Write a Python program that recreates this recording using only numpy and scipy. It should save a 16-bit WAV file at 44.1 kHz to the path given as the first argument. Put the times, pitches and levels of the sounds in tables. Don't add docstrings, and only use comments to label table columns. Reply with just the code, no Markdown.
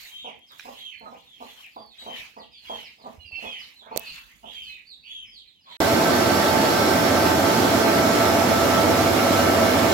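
import sys
import numpy as np
from scipy import signal
from scipy.fft import rfft, irfft, next_fast_len
from scipy.io import wavfile
from scipy.ndimage import uniform_filter1d, map_coordinates

SR = 44100
rng = np.random.default_rng(int(sys.argv[2]) if len(sys.argv) > 2 else 0)


def pcm_store(signal):
    levels = np.round(np.clip(np.atleast_2d(signal), -1, 1) * 32767)
    wavfile.write(sys.argv[1], SR, levels.astype(np.int16).T)


def volts(x):
    e = np.asarray(x, float) / 20
    return 10 ** e


N = 437913
SHED_END_S, MILL_START_S = 5.769, 5.8025

# t/s, peak level/dB
CLUCK_TIMES = [(0.257, -33.5), (.663, -32.5), (1.023, -36.5), (1.07, -38), (1.129, -39.5), (1.416, -34),
               (1.776, -33.5), (2.035, -43), (2.075, -30), (2.379, -34.5), (2.709, -29), (2.993, -47),
               (3.05, -32), (3.318, -52), (3.39, -45.5), (3.434, -31), (3.83, -49), (3.875, -45),
               (3.925, -31), (4.444, -36.5), (5.665, -59), (5.715, -51), (5.75, -57)]
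CLUCK_S = 0.09


def unit(x):
    return x / np.sqrt(np.mean(x ** 2) + 1e-20)


def along(points, hz):
    f, v = np.transpose(points)
    return np.interp(np.log(hz + 1), np.log(f + 1), v)


def spectrum(points):
    return lambda f: volts(along(points, f))


def wobble(rate, size=N):
    knots = rng.standard_normal(int(size * rate / SR) + 4)
    return map_coordinates(knots, [np.arange(size) * rate / SR])


def sides(pan_db):
    return volts(np.array([[pan_db / 2], [-pan_db / 2]]))


def add_at(out, s, sound):
    start = round(s * SR)
    out[..., start:start + sound.shape[-1]] += sound


def filtered(x, response):
    m = next_fast_len(N + SR // 2)
    return irfft(rfft(x, m) * response(np.fft.rfftfreq(m, 1 / SR)), m)[..., :N]


def resonances(modes):
    def response(f):
        total = 0
        for k, (c, w, db) in enumerate(modes):
            total = total + (-1) ** k * volts(db) * 1j * f * w / (c * c - f * f + 1j * f * w)
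        return total
    return response


def rush(gain, alike, lean, patchy_db):
    z = signal.stft(rng.standard_normal((2, N)), nperseg=512)[2]
    field = uniform_filter1d(rng.standard_normal(z.shape[1:]), size=6, axis=0)
    field = uniform_filter1d(field, size=10, axis=1)
    pair = signal.istft(z * volts(patchy_db * unit(field)), nperseg=512)[1][:, :N]

    def mid_side_gain(hz):
        turn = np.arccos(np.clip(along(alike, hz), -1, 1)) / 2
        return gain(hz) * [np.cos(turn), np.sin(turn)]

    mid, side = filtered(pair, mid_side_gain)
    ports = np.array([mid + side, mid - side])
    return unit(filtered(ports, lambda hz: volts(np.outer([.5, -.5], along(lean, hz)))))


def swells(rows, still_db, fade_db):
    t = np.arange(N) / SR
    gain = volts(still_db)
    for s, hold, db in rows:
        rise = 299 * np.maximum(s - t, 0)
        fade = fade_db * np.maximum(t - s - hold, 0)
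        gain = gain + volts(db - rise - fade)
    return gain


def shed(x):
    # f/Hz, t60/s
    decay = [(200, 0.44), (1000, 0.27), (3000, 0.36), (8000, 0.33)]
    hz, t, z = signal.stft(rng.standard_normal((2, SR // 2)), SR, nperseg=256)
    t60 = np.maximum(along(decay, hz), .05)[:, None]
    tail = signal.istft(z * volts(-60 * t / t60), SR, nperseg=256)[1]
    late = np.pad(x, ((0, 0), (200, 0)))
    return signal.fftconvolve(late, tail / np.linalg.norm(tail[0]), axes=1)[:, :N]


def peeps():
    # t/s, length/s, from f/Hz, to f/Hz, level/dB
    whistles = [(.05, .06, 3800, 3850, -54), (0.157, 0.11, 3810, 3580, -51),
                (0.107, 0.22, 3176, 3185, -46.5), (.28, .035, 3240, 3250, -54),
                (.41, 0.062, 3230, 3170, -58), (.72, 0.067, 3240, 3260, -61), (.78, 0.054, 3800, 3850, -52),
                (0.811, 0.12, 3250, 2940, -42.5), (0.918, 0.21, 4380, 3830, -62),
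                (1.057, 0.037, 1274, 1230, -46), (1.128, 0.043, 1240, 1250, -60),
                (1.572, 0.058, 3080, 3200, -54), (1.752, 0.2, 4760, 4140, -59),
                (1.92, 0.083, 2570, 2500, -66), (1.982, 0.067, 3900, 3900, -44.5),
                (2.062, 0.15, 3165, 2880, -45.5), (2.375, 0.038, 4950, 4800, -63),
                (2.513, .03, 4950, 4900, -62), (2.645, 0.027, 2830, 2940, -53),
                (2.669, 0.16, 3320, 2920, -42.5), (3.192, 0.13, 2920, 2670, -53.5),
                (3.319, 0.077, 2663, 2704, -40.5), (3.205, 0.043, 4140, 4080, -57),
                (3.305, 0.15, 4380, 4280, -56), (3.4, 0.17, 2560, 2470, -48.5),
                (3.45, .07, 3395, 3140, -41.5), (3.5, .13, 3160, 2900, -42.5),
                (3.759, 0.056, 4100, 3900, -56), (3.981, 0.15, 2610, 2470, -48.5),
                (3.982, 0.25, 2920, 2920, -57.5), (4.05, 0.19, 2740, 2620, -51),
                (4.476, 0.093, 3250, 3250, -50), (4.549, 0.17, 3175, 2963, -44),
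                (4.657, 0.13, 2570, 2513, -48), (4.85, .035, 4400, 4380, -62),
                (5.004, 0.11, 4530, 4430, -60.5), (5.079, 0.19, 3390, 2960, -43.5),
                (5.258, 0.073, 5230, 5000, -59.5), (5.295, 0.14, 3290, 3220, -58),
                (5.55, 0.069, 3100, 2870, -65)]
    # t/s,
    # length/s, from f/Hz, to f/Hz, level/dB
    chirps = [(0.225, 0.097, 3660, 1867, -50), (0.463, 0.049, 5600, 4000, -64),
              (0.494, 0.052, 3950, 3180, -55), (1.134, .1, 2220, 4260, -61), (1.255, 0.14, 3720, 2940, -57),
              (1.47, 0.053, 3630, 3170, -55), (1.623, 0.048, 3050, 2000, -51.5),
              (1.716, 0.056, 4930, 3530, -66), (1.762, 0.063, 3650, 3170, -64),
              (1.9, 0.054, 4000, 3210, -58), (2.394, 0.057, 4750, 2550, -53),
              (2.528, 0.13, 4810, 3960, -58.5), (2.52, 0.079, 3790, 2910, -57),
              (2.842, 0.046, 5500, 3450, -54), (2.982, 0.089, 5100, 3180, -63),
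              (3.252, 0.055, 4860, 4400, -58), (3.51, 0.045, 4950, 4000, -62),
              (3.59, 0.066, 5270, 3640, -53), (3.792, 0.045, 3860, 3150, -55),
              (4.041, 0.08, 4610, 3830, -50), (4.054, .13, 4750, 4200, -55), (4.53, 0.051, 4800, 4250, -65),
              (4.625, 0.065, 4950, 3750, -57.5), (4.677, 0.078, 4300, 3410, -52),
              (4.87, 0.087, 4720, 3460, -51), (5.328, 0.1, 5010, 2840, -54),
              (5.472, 0.046, 4240, 3280, -59), (5.605, 0.067, 5250, 3800, -67),
              (5.66, 0.069, 4090, 3900, -61), (5.657, 0.075, 1110, 903, -56),
              (3.354, 0.051, 5350, 3600, -58), (3.41, 0.048, 3110, 2030, -52),
              (4.12, 0.083, 4320, 3500, -63), (2.379, 0.027, 1885, 1970, -62),
              (0.297, 0.053, 2710, 2030, -58), (1.42, .05, 3900, 4470, -60), (1.99, .04, 4470, 4650, -62),
              (2.74, .09, 4330, 3900, -64), (3.92, .04, 4200, 4400, -60)]
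    # t/s, length/s, from f/Hz, to f/Hz, level/dB
    mutters = [(3.5, 0.12, 2550, 2400, -45), (3.47, .12, 3000, 2700, -48), (4.56, .12, 3300, 2700, -52),
               (2.5, 0.099, 2900, 2700, -56), (0.5, .05, 895, 700, -60), (0.5, 0.043, 1500, 1300, -55),
               (3.815, .12, 1400, 1200, -54.5), (4, 0.33, 1700, 1400, -57)]
    # t/s, from f/Hz, level/dB
    rises = [(0.219, 2330, -55), (1.345, 2310, -61), (.71, 2600, -50), (3.87, 1980, -53),
             (4.43, 2756, -48.5), (4.529, 2104, -52), (5.028, 2455, -49), (5.66, 3195, -48)]
    # t/s, level/dB
    tails = [(0.901, -49), (2.209, -51.5), (2.829, -49), (3.661, -63), (4.742, -50.5), (5.23, -55.5),
             (5.431, -68)]
    return ([(s, n, hz, to_hz, 1.6, 1, db, -2.5) for s, n, hz, to_hz, db in whistles]
            + [(s, n, hz, to_hz, 1.1, .7, db, -4.5) for s, n, hz, to_hz, db in chirps]
            + [(s, n, hz, to_hz, 1, 0, db, -5.5) for s, n, hz, to_hz, db in mutters]
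            + [(s, 0.14, hz, hz + 843, .6, .25, db, -5.5) for s, hz, db in rises]
            + [(s, 0.073, 2800, 2040, 1.1, .45, db, -7.5) for s, db in tails])


def chicks():
    near, far = np.zeros((2, 2, N + SR))
    for s, length, from_hz, to_hz, bend, clear, db, pan_db in peeps():
        n = round(length * SR)
        u = np.arange(n) / n
        tremble = 1 + .007 * wobble(50, size=n) + .007 * wobble(300, size=n)
        hz = (from_hz + (to_hz - from_hz) * u ** bend) * tremble
        phase = 2 * np.pi * np.cumsum(hz) / SR
        swell = unit(np.sin(np.pi * u ** .75) ** .5 * volts(2.3 * wobble(55, size=n)))
        rasp_db = (-6 if from_hz < 3700 else -10) - (1.5 if clear == 1 else 0)
        tone = clear + volts(rasp_db) * np.sin(np.pi * u) * wobble(1100, size=n)
        overtones = np.sin(2 * phase) + .4 * np.sin(3 * phase)
        voice = tone * (np.sin(phase) + volts(-24 if from_hz > 3000 else -33) * overtones)
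        pan = sides(pan_db + 3.5 * rng.standard_normal())
        add_at(near if clear == 1 else far, s, volts(db + 4.5) * pan * swell * voice)
    near, far = near[:, :N], far[:, :N]
    whistlers = volts(-1) * near + volts(-5) * shed(near)
    return whistlers + volts(1.5) * far + volts(3.0) * shed(far)


def hen():
    # f/Hz, width/Hz, level/dB
    throat = [(403, 2100, -9.5), (670, 180, 1.5), (890, 240, -3), (1177, 93, 0)]
    head, chest = np.zeros((2, N + SR)), np.zeros(N + SR)
    gaps = np.diff([s for s, _ in CLUCK_TIMES], append=np.inf)
    for (s, db), gap in zip(CLUCK_TIMES, gaps):
        n = round(min(CLUCK_S, 1.3 * gap) * SR)
        start = s - 0.016
        u = np.arange(n) / n
        hz = 222 * (1.15 - 0.25 * u ** .6) * (1 + .08 * wobble(90, size=n))
        cycle = np.cumsum(hz) / SR
        pulses = np.diff(np.floor(cycle), prepend=0) * volts(5 * wobble(214, size=n))
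        breath = rng.standard_normal(n) * (cycle % 1 < .5)
        arch = np.sin(np.pi * u ** .55) ** 1.4 * volts(-10 * u)
        swell = volts(db) * unit(volts(3.5 * wobble(60, size=n)) * arch) * .6
        stretch = rng.uniform(0, np.pi / 2)
        neck = np.array([[np.cos(stretch)], [np.sin(stretch)]])
        add_at(head, start, neck * swell * (unit(pulses) + 1.22 * breath))
        chest_gain = volts(-22.5 + 3 * wobble(84, size=n))
        add_at(chest, start, swell * chest_gain * np.sin(2 * np.pi * cycle))

    def necks(f):
        both = np.array([resonances(throat)(f), resonances(throat)(f * 1.085)])
        return both / (1 + (f / 1250) ** 8) / (1 + (300 / (f + 1)) ** 4)

    throaty = filtered(head[:, :N], necks).sum(axis=0)
    voice = (volts(3.0) * throaty + chest[:N]) * sides(-3.5)
    return volts(5.5) * voice + volts(4.5) * shed(voice)


def late_left(x):
    return np.array([np.roll(x[0], 18), x[1]])


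def mill_tones(turns, stance, blade_hz):
    # multiple, left level/dB, right level/dB, left phase lead/rad, second-stance change/dB
    blades = [(2, -49, -40, -2.2, 0), (3, -37, -30, 0.6, 5), (4, -44, -29, -1.2, -3), (5, -42, -42, 2.2, 2),
              (6, -34, -34, -0.8, 4), (7, -43, -41, -0.3, 2), (8, -48, -45, 0.4, 5),
              (9, -52, -44, -0.2, -5), (10, -46, -41, -0.7, 0), (11, -56, -44, 2.4, 0),
              (12, -55, -52, -2.5, -1), (13, -52, -51, 1.9, 1), (14, -51, -53, 2.1, 1),
              (15, -49, -49, 2.3, -3), (16, -58, -56, -0.7, 1)]
    # f/Hz, left level/dB, right level/dB, left lead/rad, second-stance change/dB
    shafts = [(85.5, -42, -38, 0.2, 1), (100.9, -40, -37, -0.1, 3), (476.4, -32, -43, 1.5, 1),
              (563.2, -42, -34, -0.2, 4), (576.7, -35, -36, 0.3, 1), (670.9, -31, -33, -0.5, 5),
              (744.2, -41, -38, 0.6, 0), (1341.1, -43, -40, -1.3, 0), (1390.2, -43, -45, -1.7, 0),
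              (1404.4, -47, -46, -0.5, 1), (1565.9, -44, -43, 1.1, -5), (1845.8, -50, -48, -1.5, -3),
              (1897.6, -53, -48, -1.5, 2), (2011.3, -51, -48, -3.0, 1), (2116.3, -52, -51, 0.0, -1),
              (2482.4, -52, -52, -1.1, 1), (2566.5, -53, -55, 2.0, -2), (2848.4, -53, -50, 1.9, 9),
              (2932.6, -54, -53, 2.4, 1), (3215.2, -55, -52, 1.3, 0)]
    n = len(turns)
    lines = [(k * blade_hz, *rest) for k, *rest in blades] + list(shafts)
    tones = np.zeros((2, n))
    for hz, left_db, right_db, lead, shift_db in lines:
        phase = 2 * np.pi * (hz * turns + rng.uniform()) + np.array([[lead], [0]])
        flutter_db = 2.2 * wobble(4, size=n) + 2.5 * wobble(18, size=n)
        drift_db = 1 + 1.1 * shift_db * (stance - .5) + flutter_db
        tones += volts([[left_db], [right_db]]) * volts(drift_db) * np.sin(phase)
    return tones


def mill():
    # t/s, share of it
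    stance_points = [(7.6, 0.035), (8.2, 1)]
    # f/Hz, level/dB per Hz
    body_points = [(30, -38), (60, -21.5), (90, -6.5), (145, -9), (260, -1), (350, -2), (430, -5.5),
                   (520, -6), (640, -3), (800, -6.5), (1000, -11), (1450, -15.5), (2500, -35)]
    # f/Hz, level/dB per Hz
    hiss_points = [(800, -20.5), (1500, -1.5), (2200, -2.5), (2400, -6), (3600, -6.5), (4800, -9.5),
                   (5300, -8.5), (6500, -11.5), (8500, -18), (10000, -19), (12000, -13.5), (16000, -23.5)]
    # f/Hz, width/Hz, level/dB, second-stance change/dB
    panel_modes = [(248, 46, -35, 6.5), (662, 45, -29, 2.5), (1190, 64, -32, 2.5), (1330, 31, -34.5, 2.5),
                   (1547, 19, -30, -7), (2230, 89, -45, 10), (4090, 66, -41.5, 1.5), (4472, 55, -37, -3),
                   (258, 20, -42, 3), (333, 27, -39, 3), (3330, 85, -47, 0), (5210, 250, -38.5, 0.5),
                   (5560, 13, -42, 0), (7370, 100, -43, 0.5)]
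    # f/Hz, likeness [0-1]
    alike = [(60, 0.89), (180, 1), (300, 0.76), (550, 0.52), (1650, 0.1), (4970, 0.07), (15000, 0.016)]
    # f/Hz, left-right level/dB
    lean = [(60, -3), (180, -3.5), (550, -3), (1650, -1.5), (4970, -5), (15000, -6)]
    n, blade_hz = N - round(MILL_START_S * SR), 220.19
    stance = np.interp(np.arange(N) / SR, *np.transpose(stance_points))[-n:]
    turns = np.cumsum(1 + .0003 * wobble(1.5, size=n)) / SR
    tones = mill_tones(turns, stance, blade_hz)

    body = rush(spectrum(body_points), alike, lean, patchy_db=-0.4)[:, -n:]
    hiss = rush(spectrum(hiss_points), alike, lean, patchy_db=1.03)[:, -n:]
    beat = 1 + 0.11 * np.sin(2 * np.pi * blade_hz * turns)
    roar = volts(-20 + 0.067 * wobble(15.0, size=n)) * body
    roar = roar + volts(-27 + 0.42 * wobble(13, size=n)) * beat * hiss

    def ringing(share):
        def gain(f):
            return np.sqrt(sum(volts(db + share * shift) ** 2 / w / (1 + (2 * (f - c) / w) ** 4)
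                               for c, w, db, shift in panel_modes))
        return rush(gain, alike, lean, patchy_db=1.0)[:, -n:]

    panels = np.sqrt(np.clip(1 - stance, 0, 1)) * ringing(0)
    panels = panels + np.sqrt(np.clip(stance, 0, 1)) * ringing(1)
    return np.pad(tones + roar + volts(-27) * panels, ((0, 0), (N - n, 0)))


def finger():
    # t/s, peak level/dB
    ticks = [(.3925, -47), (.5201, -40.5), (.5861, -39), (.5905, -45), (.6448, -48.5), (.6808, -52),
             (.9985, -48), (1.665, -45), (1.7478, -52), (1.762, -53), (1.8627, -48), (3.3178, -53),
             (3.3847, -65), (3.4082, -55), (3.5852, -48), (3.6082, -45), (3.7448, -46), (3.9953, -22),
             (4.37, -47), (5.232, -51), (1.407, -50.5)]
    # t/s, peak level/dB, left-right level/dB, ring f/Hz, membrane push level/dB
    taps = [(.5991, -32, -4, 2100, -25), (3.962, -16, -22, 2400, 12.5), (3.9707, -19, -20, 4300, -30),
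            (3.9749, -2.5, -26, 4400, -6)]
    out, t = np.zeros((2, N + SR)), np.arange(SR // 50) / SR
    for s, db in ticks:
        pan_db = -np.clip(1.2 * (db + 64), 0, 24.5)
        noise = rng.standard_normal(len(t))
        crack = np.diff(noise, 2, prepend=[0, 0]) * volts(-60 * t / .002) / 2
        add_at(out, s, volts(db + 7.5) * volts([[pan_db], [0]]) * crack)
    for s, db, pan_db, hz, push_db in taps:
        modes = sum(gain * np.sin(2 * np.pi * ratio * hz * t)
                    for ratio, gain in ((1, 1), (1.4, .9), (1.9, .7), (2.9, 1.3)))
        noise = rng.standard_normal(len(t))
        ring = (modes + .5 * noise) * volts(-60 * t / .003) * (1 - np.exp(-t / .00015))
        push = np.sin(2 * np.pi * 560 * t) * volts(push_db - 60 * t / .008) * (1 - np.exp(-t / .0007))
        add_at(out, s, volts(db) * (volts([[pan_db], [0]]) * ring + volts([[-16], [0]]) * push))
    return out[:, :N]


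def struck(s, hz, db, t60, soft_s):
    t = np.arange(N) / SR - s
    decay = volts(db - 60 * np.abs(t) / t60)
    return (t > 0) * decay * np.sin(2 * np.pi * hz * t) * (1 - np.exp(-np.abs(t) / soft_s))


def knocks():
    # f/Hz, level/dB, t60/s
    board_modes = [(1640, 1, 0.011), (2420, -2.5, .02), (3900, -5, 0.014), (5500, -6, 0.0087)]
    # t/s, peak level/dB
    bumps = [(3.179, -34), (3.25, -39), (3.325, -38)]
    board = sides(-10) * sum(struck(.5958 + late, hz, -28.5 + db - 700 * late, t60, 0.00058)
                             for hz, db, t60 in board_modes for late in (0, .0115))
    grip = sides(-6) * sum(struck(s, 79, db, 0.091, .008) for s, db in bumps)
    return board + volts(-8) * shed(board) + grip


def shed_air():
    # t/s, hold/s, level/dB
    gusts = [(3.98, .82, -81), (4.95, 0.43, -84)]
    # t/s, hold/s, murmur level/dB, rustle level/dB
    stirs = [(0, 0.075, -60.5, -54), (0.526, .05, -76, -69), (0.606, .19, -64, -62.5),
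             (1.057, 0.24, -76.5, -75.5), (1.43, 0.19, -66, -63), (2.012, 0.042, -63, -65),
             (2.165, 0.042, -56, -59.5), (2.663, 0.17, -62, -65), (3.07, 0.073, -72, -71.5),
             (3.425, 0.043, -58.5, -65), (3.61, 0.09, -68.5, -68.5), (4.008, 0.18, -60.5, -58.5),
             (4.307, 0.21, -81, -73.5), (4.53, 0.18, -73, -68), (5.09, 0.06, -76, -76),
             (5.72, .09, -67, -75.5)]
    # f/Hz, level/dB per Hz
    buffet_points = [(25, -39.5), (55, -5), (100, -10), (250, -8.5), (400, -17.5), (1000, -26.5),
                     (2000, -64)]
    # f/Hz, level/dB per Hz
    murmur_points = [(150, -12.5), (400, -17.5), (900, -9), (1450, -9.5), (2050, 1), (3000, 2), (5000, -8),
                     (8000, -24.5)]
    # f/Hz, level/dB per Hz
    rustle_points = [(2000, -26), (4500, -21.5), (6500, 2.5), (9000, -8.5), (12500, -2), (16000, -7.5)]
    thumps = [(s, CLUCK_S / 2, db - 38) for s, db in CLUCK_TIMES]
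    lumps = swells([*gusts, *thumps], still_db=-78, fade_db=98.5)
    flock = swells([row[:3] for row in stirs], still_db=-88, fade_db=116)
    cloth = swells([(s, hold, db) for s, hold, _, db in stirs], still_db=-85, fade_db=116)

    hum = rush(lambda f: 1 / (1 + ((f - 52) / 11) ** 4), [(50, 0.74)], [(50, -12)], patchy_db=0.0)
    drone = swells(gusts, still_db=-120, fade_db=98.5) * hum
    buffet = rush(spectrum(buffet_points), [(100, 0.78)], [(100, -8.5)], patchy_db=2.5)
    murmur = rush(spectrum(murmur_points), [(300, .3), (1500, .02)], [(1000, -3)], patchy_db=4)
    rustle = rush(spectrum(rustle_points), [(5000, .02)], [(4000, -3), (15000, -8)], patchy_db=2.5)
    air = volts(13) * drone + volts(4.0) * lumps * buffet
    return air + volts(14.0) * flock * murmur + volts(3.5 + 2.0 * wobble(150)) * cloth * rustle


def scene():
    in_shed = np.arange(N) < SHED_END_S * SR
    birds = late_left(chicks() + hen())
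    return in_shed * (birds + finger() + knocks() + shed_air()) + mill()


def low_pass(x):
    return signal.sosfilt(signal.butter(12, 16890, fs=SR, output="sos"), x)


def record(dry):
    held = dry / (1 + np.abs(dry / .9) ** 6) ** (1 / 6)
    mix = filtered(held, lambda hz: hz < 15950)
    return low_pass(mix)


dry = scene()
out = record(dry)
pcm_store(out)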